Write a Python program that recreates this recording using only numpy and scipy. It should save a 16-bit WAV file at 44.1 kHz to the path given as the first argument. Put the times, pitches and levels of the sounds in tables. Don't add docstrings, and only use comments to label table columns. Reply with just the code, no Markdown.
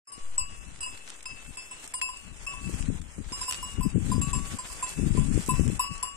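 import sys
import numpy as np
from scipy import signal
from scipy.fft import rfft, irfft
from scipy.io import wavfile
from scipy.ndimage import uniform_filter1d, minimum_filter1d

SR = 44100
rng = np.random.default_rng(int(sys.argv[2]) if len(sys.argv) > 2 else 0)


def natural_amplitude(level_db):
    exponent = np.asarray(level_db, float) / 20
    return 10 ** exponent


def put_to_file(sound):
    columns = np.atleast_2d(sound).T
    safe = np.clip(columns, -1, 1)
    whole_steps = np.round(safe * 32767)
    wavfile.write(sys.argv[1], SR, whole_steps.astype(np.int16))


N = 272008
TIME = np.arange(N) / SR

# start_s, level_db
GRAZING = [(0.3, -55.5), (1.34, -54.5), (1.53, -53.5), (1.98, -55.5), (2.21, -54.5), (2.8, -49),
           (3.03, -56.5), (3.31, -54.5), (3.52, -47), (3.85, -53.5), (4.14, -46.5), (4.27, -48),
           (5.25, -47), (5.63, -46), (6.17, -54.5)]
# centre_s, half_length_s, level_db
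TEARS = [(3.3, 0.018, 3.5), (1.851, 0.024, 9), (4.9, 0.02, 6), (4.5, 0.042, 4.5), (2.8, 0.019, 6),
         (6.6, 0.11, 3), (3.4, 0.058, 7.5), (5.4, 0.058, 2.5), (7, 0.07, 3), (2.3, .08, -3),
         (2.7, 0.057, 3), (5.6, 0.023, 2.5), (0.88, 0.05, 4), (5.46, 0.013, -2.5)]
# start_s, peak_db, bright_part_db
SNAPS = [(0.178, -49, -59), (0.76, -45, -63), (0.975, -37.5, -53), (1.0767, -37, -52), (1.088, -57, -38.5),
         (1.0964, -42, -43), (1.1012, -43, -36), (1.1027, -41.5, -43), (1.2066, -43.5, -57),
         (1.229, -55, -37), (1.5539, -60, -59), (1.8765, -45.5, -33.5), (2.1721, -55, -36),
         (2.4151, -68, -52), (0.6835, -55, -57), (5.2766, -44, -52), (5.478, -53, -28.5), (5.36, -39, -55),
         (3.429, -34, -59), (4.892, -50, -28), (5.979, -50, -34.5), (2.7397, -39.5, -48),
         (2.8257, -38, -56), (2.858, -44, -58), (3.017, -41.5, -41), (3.4976, -49, -29), (3.5102, -32, -24),
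         (3.524, -25.5, -28.5), (3.532, -30, -56), (3.5443, -28, -47), (3.5509, -37, -63),
         (5.196, -36.5, -36), (5.2438, -52, -36), (5.4625, -58, -30.5), (5.6778, -36.5, -30.5)]
# pitch_hz, level_db
LEFT_DULL = [(60, -6.5), (250, 0), (700, -2), (1100, -2.5), (2200, 0.5), (3200, -3), (4500, -5), (5600, -8),
             (7000, -21)]
RIGHT_DULL = [(60, -8.5), (200, -1), (600, -6), (1000, -2.5), (2200, -7.5), (3500, -4), (4800, -10),
              (7000, -2)]
LEFT_BRIGHT = [(4500, -18.5), (6000, -11), (7200, -12.5), (8300, 2), (9500, -4), (10500, -13), (12500, -13),
               (13300, -20.5)]
RIGHT_BRIGHT = [(3800, -13.5), (5000, -7.5), (6200, -11), (7500, 1.5), (8600, -9), (9500, -13),
                (10500, -15), (12800, -14.5), (13300, -47)]

MODE_HZ = [1019, 1130, 2637, 2865, 5179, 7461, 7792, 8984, 9334, 9812, 4912, 10304, 10753]
# level_db, t60_s, rise_ms, left_minus_right_db, left_lead_rad
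MODES = [(8, 0.084, 3, 6, 0.46), (0, 0.91, 0.77, 7.5, 0.6), (2.5, 1.04, 2.1, 1, -0.56),
         (5, 0.8, 9.5, 4, -0.5), (3, 0.4, 0.2, -0.5, 3), (2.5, 0.28, 0.2, -3.5, 3),
         (7, 0.29, 0.048, -5.5, -0.5), (1, 0.2, 0.85, 18.5, 5.5), (0.5, 0.25, 0.34, 6, 0.9),
         (3.5, 0.15, 0.21, 10, 6.5), (4.5, 0.41, 0.26, 3, -1.2), (17.5, 0.15, 0.39, 12, -1),
         (9, 0.11, 0.37, 24, -1)]
# readiness_db, crest_round_deg, crest_up_deg
SHAPES = [(-2, 30, 39.5), (-8, 2, 2), (-10, 77, 6), (-17, 92, 144.5), (-14, 93.5, 66), (-8, 28.5, 145.5),
          (-11, 94, -15), (-6, 136, 43), (-12, 114, 59), (-15, 174, 124), (-17, 129.5, -12.5),
          (-30, 95, 114), (-25.5, 91, 54)]
WAVES_ROUND = [3, 0, 1, 3, 3, 2, 2, 4, 1, 1, 4, 3, 4]
WAVES_UP = [4, 0, 2, 4, 3, 2, 0, 1, 4, 4, 1, 4, 2]
TWIN = [0, 0, 1, -1, -1, 1, -1, 1, -1, 1, 1, -1, 1]
WAIST = [0, 0, 0, 0, 1, 0, 0, 0, 0, 0, 1, 0, 0]
# left_minus_right_facing_away_db, change_per_head_turn_db
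BEAMS = [(-0.5, 1), (1, 1), (11, -2.5), (6.5, -1.5), (-2.5, -1.5), (-3.5, -6.5), (2.5, -8.5), (3, -42),
         (2.5, 5), (8, 1), (1, 3.5), (-12, 2), (13, 4)]
# start_s, turn (+ to one side)
HEAD_TURNS = [(0.07, 0.026), (0.39, -1.1), (0.83, 0.16), (2.02, 0.51), (2.3, 0.25), (3.33, 1.2),
              (3.8, -0.72), (4.4, -1.4), (4.9, 2), (5.5, -0.82), (5.8, 0.32), (6.03, -0.79)]
# start_s, lead_ms
BEARING = [(.3, 0.34), (.9, 0.45), (1.3, 0.48), (1.7, 0.31), (2.05, 0.2), (2.5, .15), (3.35, 0.19),
           (3.7, 0.12), (4.15, 0.041), (4.6, 0.063), (5.5, 0.12), (6.05, .18)]
# start_s, strength_db, round_rim_deg, up_wall_deg, hum_left_by_wool_db
BLOWS = [(0.0723, -35.5, 97, 150, 4), (0.3811, -20.5, 52, 132, -24), (0.8079, -31, 42, 29, -9),
         (1.2584, -29.5, 90.7, 16.5, -16), (1.5726, -30.5, 107, 16, -36), (1.7122, -33, 142, 85.6, -29),
         (1.94, -23, 171, 41.4, -39), (2.0169, -19, 96, 8.2, -20), (2.4676, -27, 94, 81, -3.5),
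         (3.3256, -27.5, 91.5, 140.5, -5), (3.4132, -23.5, 93, 147, -28), (3.6283, -22.5, 148, 40.6, -15),
         (3.809, -28, 65, 40.8, -19), (4.117, -23.5, 2.2, 46, -18), (4.216, -23.5, 7.1, 168.0, -4.5),
         (4.3322, -23.5, 26, 65.2, -9), (4.5875, -30, 114.3, 140.0, -65), (4.8269, -23, 2.4, 90, -39),
         (5.1732, -29, 86, 55.6, -15), (5.491, -18, 7, 112, -13), (5.795, -16.5, 9.5, 20.0, -2.5),
         (6.0292, -15, 4.6, 126.3, -13.5)]
REBOUNDS = [(0.1217, -30.5, 174, 37, -5.5), (0.402, -30.5, 75, 176.0, -5), (0.829, -27.5, 30, 176.0, -27),
            (0.863, -28, 131, 84, -17), (2.089, -27, 18.7, 43.7, -15), (2.536, -30.5, 90, 108, -5.5),
            (3.481, -25, 12, 40.6, -17), (4.7, -40.5, 28, 370, 0), (5.507, -25.5, 71, 65, -31.0),
            (2.027, -22.5, 95, 9.8, -19), (3.337, -28, 98, 140.5, -9), (3.49, -24, 20, 38.4, -17),
            (3.822, -33, 51, 37, -23.5), (3.832, -29, 65.4, 39.2, -18), (4.352, -25, 7.1, 165, -7),
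            (5.8064, -19.5, 16, 31, -6), (5.498, -20.5, 7.3, 111, -8.5)]
# start_s, clank_peak_db, hardness_db_per_octave, lean_to_twin_db, waist_db
CLANKS = [(0.3767, -38.5, 3, -1.6, 2), (0.8057, -42, -1.7, -3.5, -1.5), (0.832, -44, -3, 0.3, -0.7),
          (1.256, -44, -3.5, 1.3, 0.8), (1.5703, -48, -0.5, 0.1, 1.5), (1.708, -64, -1.8, 2.5, -7),
          (1.9378, -40, 1.7, -0.9, -3.5), (2.0146, -31.5, -4.5, 2, -2), (2.0264, -53, 0.3, 1.3, -1),
          (2.089, -46, -0.2, 0.3, 2), (2.4658, -42, -2.2, 2.8, -4), (3.3219, -37.5, 2, -1.5, 4.2),
          (3.411, -53, 2, 1.5, 0.1), (3.478, -51, -0.4, -1.5, 0.1), (3.6244, -56, -4.5, 0, -5),
          (3.8064, -60, -7.7, 5, -4.5), (3.8304, -59, -1, -0.2, 1.3), (4.114, -44, -2.3, -0.2, 3.2),
          (4.215, -42, 1, -0.7, -1), (4.3286, -59, -1.2, -1, -3), (4.5845, -68, 3, 1.2, -4),
          (4.8229, -43, -1.3, 2.5, 5), (5.1722, -42, 0.5, 0.8, -2), (5.4914, -49, 0.8, 0.3, 0.5),
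          (5.7932, -45, 0.5, -2, -3), (5.806, -43, 0.3, 2.1, 3), (6.027, -35, 5.1, -2.2, -1.5)]
# start_s, peak_db, left_minus_right_db
SHEEN = [(0.1201, -59.5, 5), (0.393, -41, -1), (0.8134, -60, 3.5), (1.2564, -78, 0.0), (1.5744, -68, -2.0),
         (1.7074, -63, 0.5), (1.9375, -46, -11), (2.0153, -50.5, 30), (2.0742, -48, 14),
         (2.4638, -63, -2.5), (3.3354, -74, 4.0), (3.4114, -55, -3), (3.4807, -41, 4), (3.4945, -38, 9),
         (3.6247, -45, 13), (3.8067, -41, 5), (3.8307, -43, 10.5), (4.114, -49, 17), (4.2193, -41, -1),
         (4.3415, -49, 1.5), (4.8264, -54, -0.5), (4.8898, -60, 2.5), (5.4874, -43, 23), (5.5074, -49, 8),
         (5.8067, -29.5, 3), (6.027, -50, 24), (6.0494, -57, 1)]
# delay_s, and level_db
ECHO_S = (.044, .057, 0.074)
ECHO_DB = (-13.5, -26.5, -22.5)

# start_s, level_db
BREEZE = [(0.12, -69), (0.5, -60.5), (1.1, -83.5), (2.1, -75), (2.83, -40.5), (3.12, -58), (3.7, -50.5),
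          (4.05, -34), (4.33, -41), (4.62, -62.5), (4.9, -63), (5.1, -36), (5.3, -32), (5.44, -60),
          (5.62, -38.5), (5.85, -60), (6.17, -69)]
# centre_s, half_length_s, level_db
GUSTS = [(0.466, 0.034, -58), (0.7, 0.084, -52), (1.344, 0.029, -50), (1.494, 0.022, -51.5),
         (2.28, 0.062, -49.5), (2.706, 0.05, -34), (2.918, 0.032, -30.5), (3.199, 0.016, -26.5),
         (3.326, 0.0092, -33), (3.79, 0.0093, -27), (3.862, 0.013, -27.5), (3.965, 0.016, -19.5),
         (4.192, 0.068, -30.5), (4.39, 0.058, -35.5), (4.539, 0.02, -36), (4.74, 0.017, -61),
         (3.016, 0.033, -46), (2.62, 0.03, -64), (0.925, 0.027, -54.5), (5.037, 0.052, -26.5),
         (5.17, 0.062, -33.5), (5.38, 0.028, -27.5), (5.518, 0.029, -28.5), (5.612, 0.0093, -23.5),
         (5.679, 0.059, -27.5), (5.916, 0.017, -38.5)]
# start_s, peak_db
PUFFS = [(0.179, -39), (2.695, -28.5), (2.901, -25.5), (3.181, -33), (3.319, -32.5), (3.784, -34.5),
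         (3.958, -16.5), (4.18, -21), (4.349, -38), (4.996, -25), (5.15, -22), (5.178, -19.5), (5.346, -33),
         (5.376, -13.5), (5.485, -19.5), (5.595, -14.5), (5.7, -22)]
# level_at_reference_wind_db, share_of_swing, smoothing_s
EDDIES = [(-43.5, 0.61, 0.15), (-50.5, 1.104, 0.011), (-60, 1.046, .005)]
# pitch_hz, level_against_mean_treble_db
KEPT_ABOVE = [(500, -40), (1200, -16), (2700, -12), (3600, 1), (4400, 3), (5600, 0), (7600, -12),
              (9500, -10), (11000, -2)]


def rms_one(x):
    return x / np.sqrt(np.mean(x ** 2) + 1e-20)


def in_time(rows):
    s, *columns = np.transpose(rows)
    return [np.interp(TIME, s, c) for c in columns]


def bumps(rows):
    return [np.exp(-((TIME - s) / half) ** 2) for s, half, _ in rows]


def band(x, low_hz, high_hz, order=2):
    return signal.sosfilt(signal.butter(order, [low_hz, high_hz], "band", fs=SR, output="sos"), x)


def low_pass(order, cutoff_hz):
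    return signal.butter(order, cutoff_hz, fs=SR, output="sos")


def die_away(x, seconds):
    return signal.lfilter([1], [1, -np.exp(-1 / (seconds * SR))], x)


def colour(x, points):
    hz = np.linspace(1, SR / 2, 1025)
    at, db = np.transpose(points)
    level_db = np.interp(np.log(hz), np.log(at), db, left=db[0] - 20.0, right=-80)
    cepstrum = irfft(np.log(natural_amplitude(level_db)))
    cepstrum[1:1024] *= 2
    cepstrum[1025:] = 0
    return signal.oaconvolve(x, irfft(np.exp(rfft(cepstrum)))[:512])[:N]


def ports(x, left, right):
    return np.array([colour(x[0], left), colour(x[1], right)])


def drift(rate):
    r = np.exp(-80 * np.pi * rate / SR)
    slow = signal.lfilter([1], [1, -2 * r, r * r], rng.standard_normal(N // 40 + 2002))[2000:]
    return np.interp(np.arange(N) / 40, np.arange(len(slow)), rms_one(slow))


def clicks(times, sizes):
    out = np.zeros(N)
    out[(np.asarray(times) * SR).astype(int)] = sizes
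    return out


def crackle(per_s, size_db, hiss, shared):
    draw = rng.random((3, N)) * SR / (per_s * natural_amplitude(3.0 * drift(18.0)))
    noise = rng.standard_normal((3, N))
    sizes = np.clip(draw, .007, 1) ** (-size_db * np.log(10) / 20)
    breaks = np.where(draw < 1, np.sign(noise) * sizes, 0)
    grains = rms_one(breaks) + hiss * noise[::-1]
    left_lag = 8
    return grains[:2] + shared * np.array([np.roll(grains[2], left_lag), grains[2]])


def grass():
    dull_level_db, dull_follow, effort_ref_db = -59, 0.88, -51.5
    flicker_db, flicker_rate = 1.1, 14
    tear_db = sum(row[2] * bump for row, bump in zip(TEARS, bumps(TEARS)))
    effort_db, = in_time(GRAZING)
    bright_db = effort_db + tear_db
    dull_db = dull_level_db + dull_follow * (effort_db - effort_ref_db) + .6 * tear_db
    bright = rms_one(ports(crackle(2700.0, 3.2, 0.56, 0.35), LEFT_BRIGHT, RIGHT_BRIGHT))
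    bright *= natural_amplitude(bright_db + 2.0 + flicker_db * drift(flicker_rate))
    dull = rms_one(ports(crackle(1200.0, 2.18, 0.31, 0.62), LEFT_DULL, RIGHT_DULL))
    dull *= natural_amplitude(dull_db + 9.0 + flicker_db * drift(flicker_rate))
    return bright + dull


def snaps_and_clanks():
    clank_db, clank_top_db, clank_early_s, snap_s = 3.5, -3.5, 0.00023, .002
    ticks = [(s - clank_early_s, db + clank_db, db + clank_top_db) for s, db, *_ in CLANKS]
    s, peak_db, top_db = np.transpose(list(SNAPS) + ticks)
    noise = rng.standard_normal((3, N))
    noise = noise[:2] * 1.51 + noise[2]
    low = die_away(clicks(s, natural_amplitude(peak_db + 3.0)), snap_s) * noise
    top = die_away(clicks(s, natural_amplitude(top_db + 6.0)), snap_s) * noise
    return band(low, 1300, 6250) + ports(top, LEFT_BRIGHT, RIGHT_BRIGHT)


def strikes():
    node_leak, hum_hz, hard_from_hz = .003, 1130, 4600
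    carry_db = -9.5
    mode_hz, t60 = np.array(MODE_HZ), np.array(MODES)[:, 1]
    s, db, round_deg, up_deg, hum_db = np.array(sorted(list(BLOWS) + list(REBOUNDS))).T[:, :, None]
    ready_db, crest_round, crest_up = np.transpose(SHAPES)
    round_share = np.cos(np.radians(np.array(WAVES_ROUND) * round_deg - crest_round)) ** 2 + node_leak
    up_share = np.cos(np.radians(np.array(WAVES_UP) * up_deg - crest_up)) ** 2 + node_leak
    at, _, hardness, lean_db, waist_db = np.transpose(CLANKS)
    hard_db = np.interp(s, at, hardness) * np.log2(np.maximum(mode_hz / hard_from_hz, 1))
    hard_db += np.interp(s, at, lean_db) * np.array(TWIN)
    hard_db += np.interp(s, at, waist_db) * np.array(WAIST)
    blow_db = db + hard_db + ready_db + hum_db * (mode_hz == hum_hz)
    power = round_share * up_share * natural_amplitude(blow_db) ** 2
    for k in range(1, len(s)):
        power[k] += power[k - 1] * natural_amplitude(carry_db - 60 * (s[k] - s[k - 1]) / t60) ** 2
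    return s[:, 0], 10 * np.log10(power)


def bell(early_s=0.001, flutter_db=3.0, burst=0.42, burst_s=0.01):
    times, levels_db = strikes()
    times = times - early_s
    head_turn = np.interp(times, *np.transpose(HEAD_TURNS))
    last = np.maximum(np.searchsorted(times, TIME) - 1, 0)
    age = TIME - times[last]
    swings = [natural_amplitude(flutter_db * drift(35.0)) for _ in range(4)]
    first = 1 + burst * np.exp(-age / burst_s)
    left_lead_s = in_time(BEARING)[0] / 1000
    out = np.zeros((2, N))
    for k, (db, t60, rise_ms, pan_db, lead) in enumerate(MODES):
        beam_db = pan_db + BEAMS[k][0] + BEAMS[k][1] * head_turn
        sides_db = np.minimum([beam_db, -beam_db], 0)
        start = natural_amplitude(levels_db[:, k] + db + sides_db)[:, last]
        fall = np.exp(-np.log(1000) * age / t60) * (age > 0)
        if k > 1:
            fall = fall * first * swings[k % 4]
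        smooth = np.exp(-1000 / (rise_ms * SR))
        shape = signal.lfilter([1 - smooth], [1, -smooth], start * fall)
        phase = 2 * np.pi * MODE_HZ[k] * TIME
        left_phase = phase + lead + 2 * np.pi * MODE_HZ[k] * left_lead_s
        out += shape * np.sin([left_phase, phase])
    return out


def clack(jangle_db=-12.0, jangle_s=0.047, spark_db=-6.0, spark_s=0.0096, knock_db=0.5):
    times, levels_db = strikes()
    high_modes = np.array(MODE_HZ) > 7000
    hits = clicks(times - .002, natural_amplitude(np.max(levels_db[:, high_modes], axis=1)))
    noise = rng.standard_normal((2, N))
    jangle = natural_amplitude(jangle_db) * die_away(hits, jangle_s) * noise
    spark = natural_amplitude(spark_db) * die_away(hits, spark_s) * noise
    both = band(jangle, 6900, 11600) + natural_amplitude(knock_db) * band(spark, 2700, 6300)
    return both * natural_amplitude([[3.5], [-3.5]])


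def wall(x):
    dull = signal.sosfilt(low_pass(2, 1960), x)
    return sum(natural_amplitude(db) * np.pad(dull, ((0, 0), (int(s * SR), 0)))[:, :N] for s, db in zip(ECHO_S, ECHO_DB))


def sheen(level_db=-3.5, t60_s=0.17, flash_s=0.0018, tail_db=-6.5):
    s, db, pan_db = np.transpose(SHEEN)
    hits = np.array([clicks(s, natural_amplitude(db + level_db + side * pan_db / 2)) for side in (1, -1)])
    tail = signal.lfilter([natural_amplitude(tail_db)], [1, -natural_amplitude(-60 / (t60_s * SR))], hits)
    flash = die_away(hits, flash_s)
    noise = rng.standard_normal((2, 2, N))
    clusters = natural_amplitude(-10.0) * band(noise[0], 11850, 12100)
    clusters += natural_amplitude(1.0) * band(noise[1], 12220, 12400)
    clusters += band(noise[0], 12740, 12920)
    return tail * rms_one(clusters) + flash * rms_one(band(noise[1], 11600, 13500, order=4))


def wind():
    wind_ref_db = -49.5
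    port_top = 0.51
    edges_hz, leak_db = [(16, 56.6), (70, 194), (190, 295)], [-20.0, -27.0, -30.0]
    out = np.zeros((2, N))
    lumps = drift(27.5)
    force = natural_amplitude(in_time(BREEZE)[0])
    force = force + sum(natural_amplitude(row[2]) * bump for row, bump in zip(GUSTS, bumps(GUSTS)))
    force_db = 20 * np.log10(force) - wind_ref_db
    for (level_db, follow, smooth_s), (low_hz, high_hz), db in zip(EDDIES, edges_hz, leak_db):
        eddies = rms_one(band(rng.standard_normal((2, N)) * natural_amplitude(3.84 * lumps), low_hz, high_hz))
        swing_db = follow * uniform_filter1d(force_db, int(smooth_s * SR) + 1)
        out += eddies * natural_amplitude(level_db + swing_db + 5.5) * natural_amplitude([[0], [db]])
    s, peak_db = np.transpose(PUFFS)
    push = clicks(s, natural_amplitude(peak_db + 43.0) * rng.choice([-1, 1], len(s)))
    out[0] += band(push, 63, 440)
    squashed = port_top * np.tanh(out / port_top)
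    return signal.sosfilt(low_pass(3, 400.0), squashed) * (TIME > BREEZE[0][0])


def lurch(start_s=0.2, rise_s=0.08, fall_s=0.17, level_db=-17.5):
    age = np.maximum(TIME - start_s, 0)
    swing = (1 - np.exp(-age / rise_s)) * np.exp(-age / fall_s)
    back = 0.22 * (1 - np.exp(-age / 0.23)) * np.exp(-age / 0.56)
    return (swing - back) * natural_amplitude(level_db) * natural_amplitude([[0], [-4.6]])


def scene():
    ringing = bell() + clack() + sheen()
    return grass() + snaps_and_clanks() + ringing + wall(ringing) + wind() + lurch()


def thin_out(x, size=2048):
    follow, ref_db, step_db, wind_cost_db = .6, -80.0, 5, -29
    window = np.sin(np.pi * (np.arange(size) + .5) / size)
    hz, _, bins = signal.stft(x, SR, window, size)
    level_db = 20 * np.log10(abs(bins) + 1e-12)
    treble = np.mean(abs(bins[:, (hz > 1000) & (hz < 13000)]) ** 2, axis=(0, 1))
    rumble = np.mean(abs(bins[0, (hz > 40) & (hz < 500)]) ** 2, axis=0)
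    gusts = natural_amplitude(wind_cost_db) ** 2 * rumble
    mean_db = 10 * np.log10(treble + gusts + 1e-24)
    at, db = np.transpose(KEPT_ABOVE)
    line_db = np.interp(np.log(hz + 1), np.log(at), db)[:, None] + ref_db + follow * (mean_db - ref_db)
    steps = rng.standard_normal((1, size // 24 + 1, bins.shape[2]))
    steps = uniform_filter1d(steps, size=3, axis=2) * np.sqrt(3)
    patches = step_db * np.repeat(steps, 12, axis=1)[:, :len(hz)]
    return signal.istft(bins * (level_db > line_db + patches), SR, window, size)[1][:, :N]


def hush(x, hush_db=-12.0, ahead_s=.012, jump_db=12, from_hz=3000):
    low = signal.sosfiltfilt(low_pass(3, from_hz), x)
    treble = x - low
    level_db = 10 * np.log10(uniform_filter1d(np.mean(treble ** 2, axis=0), size=132) + 1e-12)
    ahead = int(ahead_s * SR)
    coming_db = -minimum_filter1d(-level_db, size=ahead, origin=-(ahead // 2))
    starved = uniform_filter1d(1. 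* (coming_db - level_db > jump_db), size=44)
    return low + treble * natural_amplitude(hush_db * starved)


def band_limit(x):
    return signal.sosfilt(signal.butter(12, 14220, fs=SR, output="sos"), x)


def record(dry):
    start_s, fade_s = 0.073, 0.23
    opened = dry * np.clip((TIME - start_s) / fade_s + 0.4, 0, 1) * (TIME > start_s)
    mix = hush(thin_out(opened))
    return band_limit(mix)


dry = scene()
out = record(dry)
put_to_file(out)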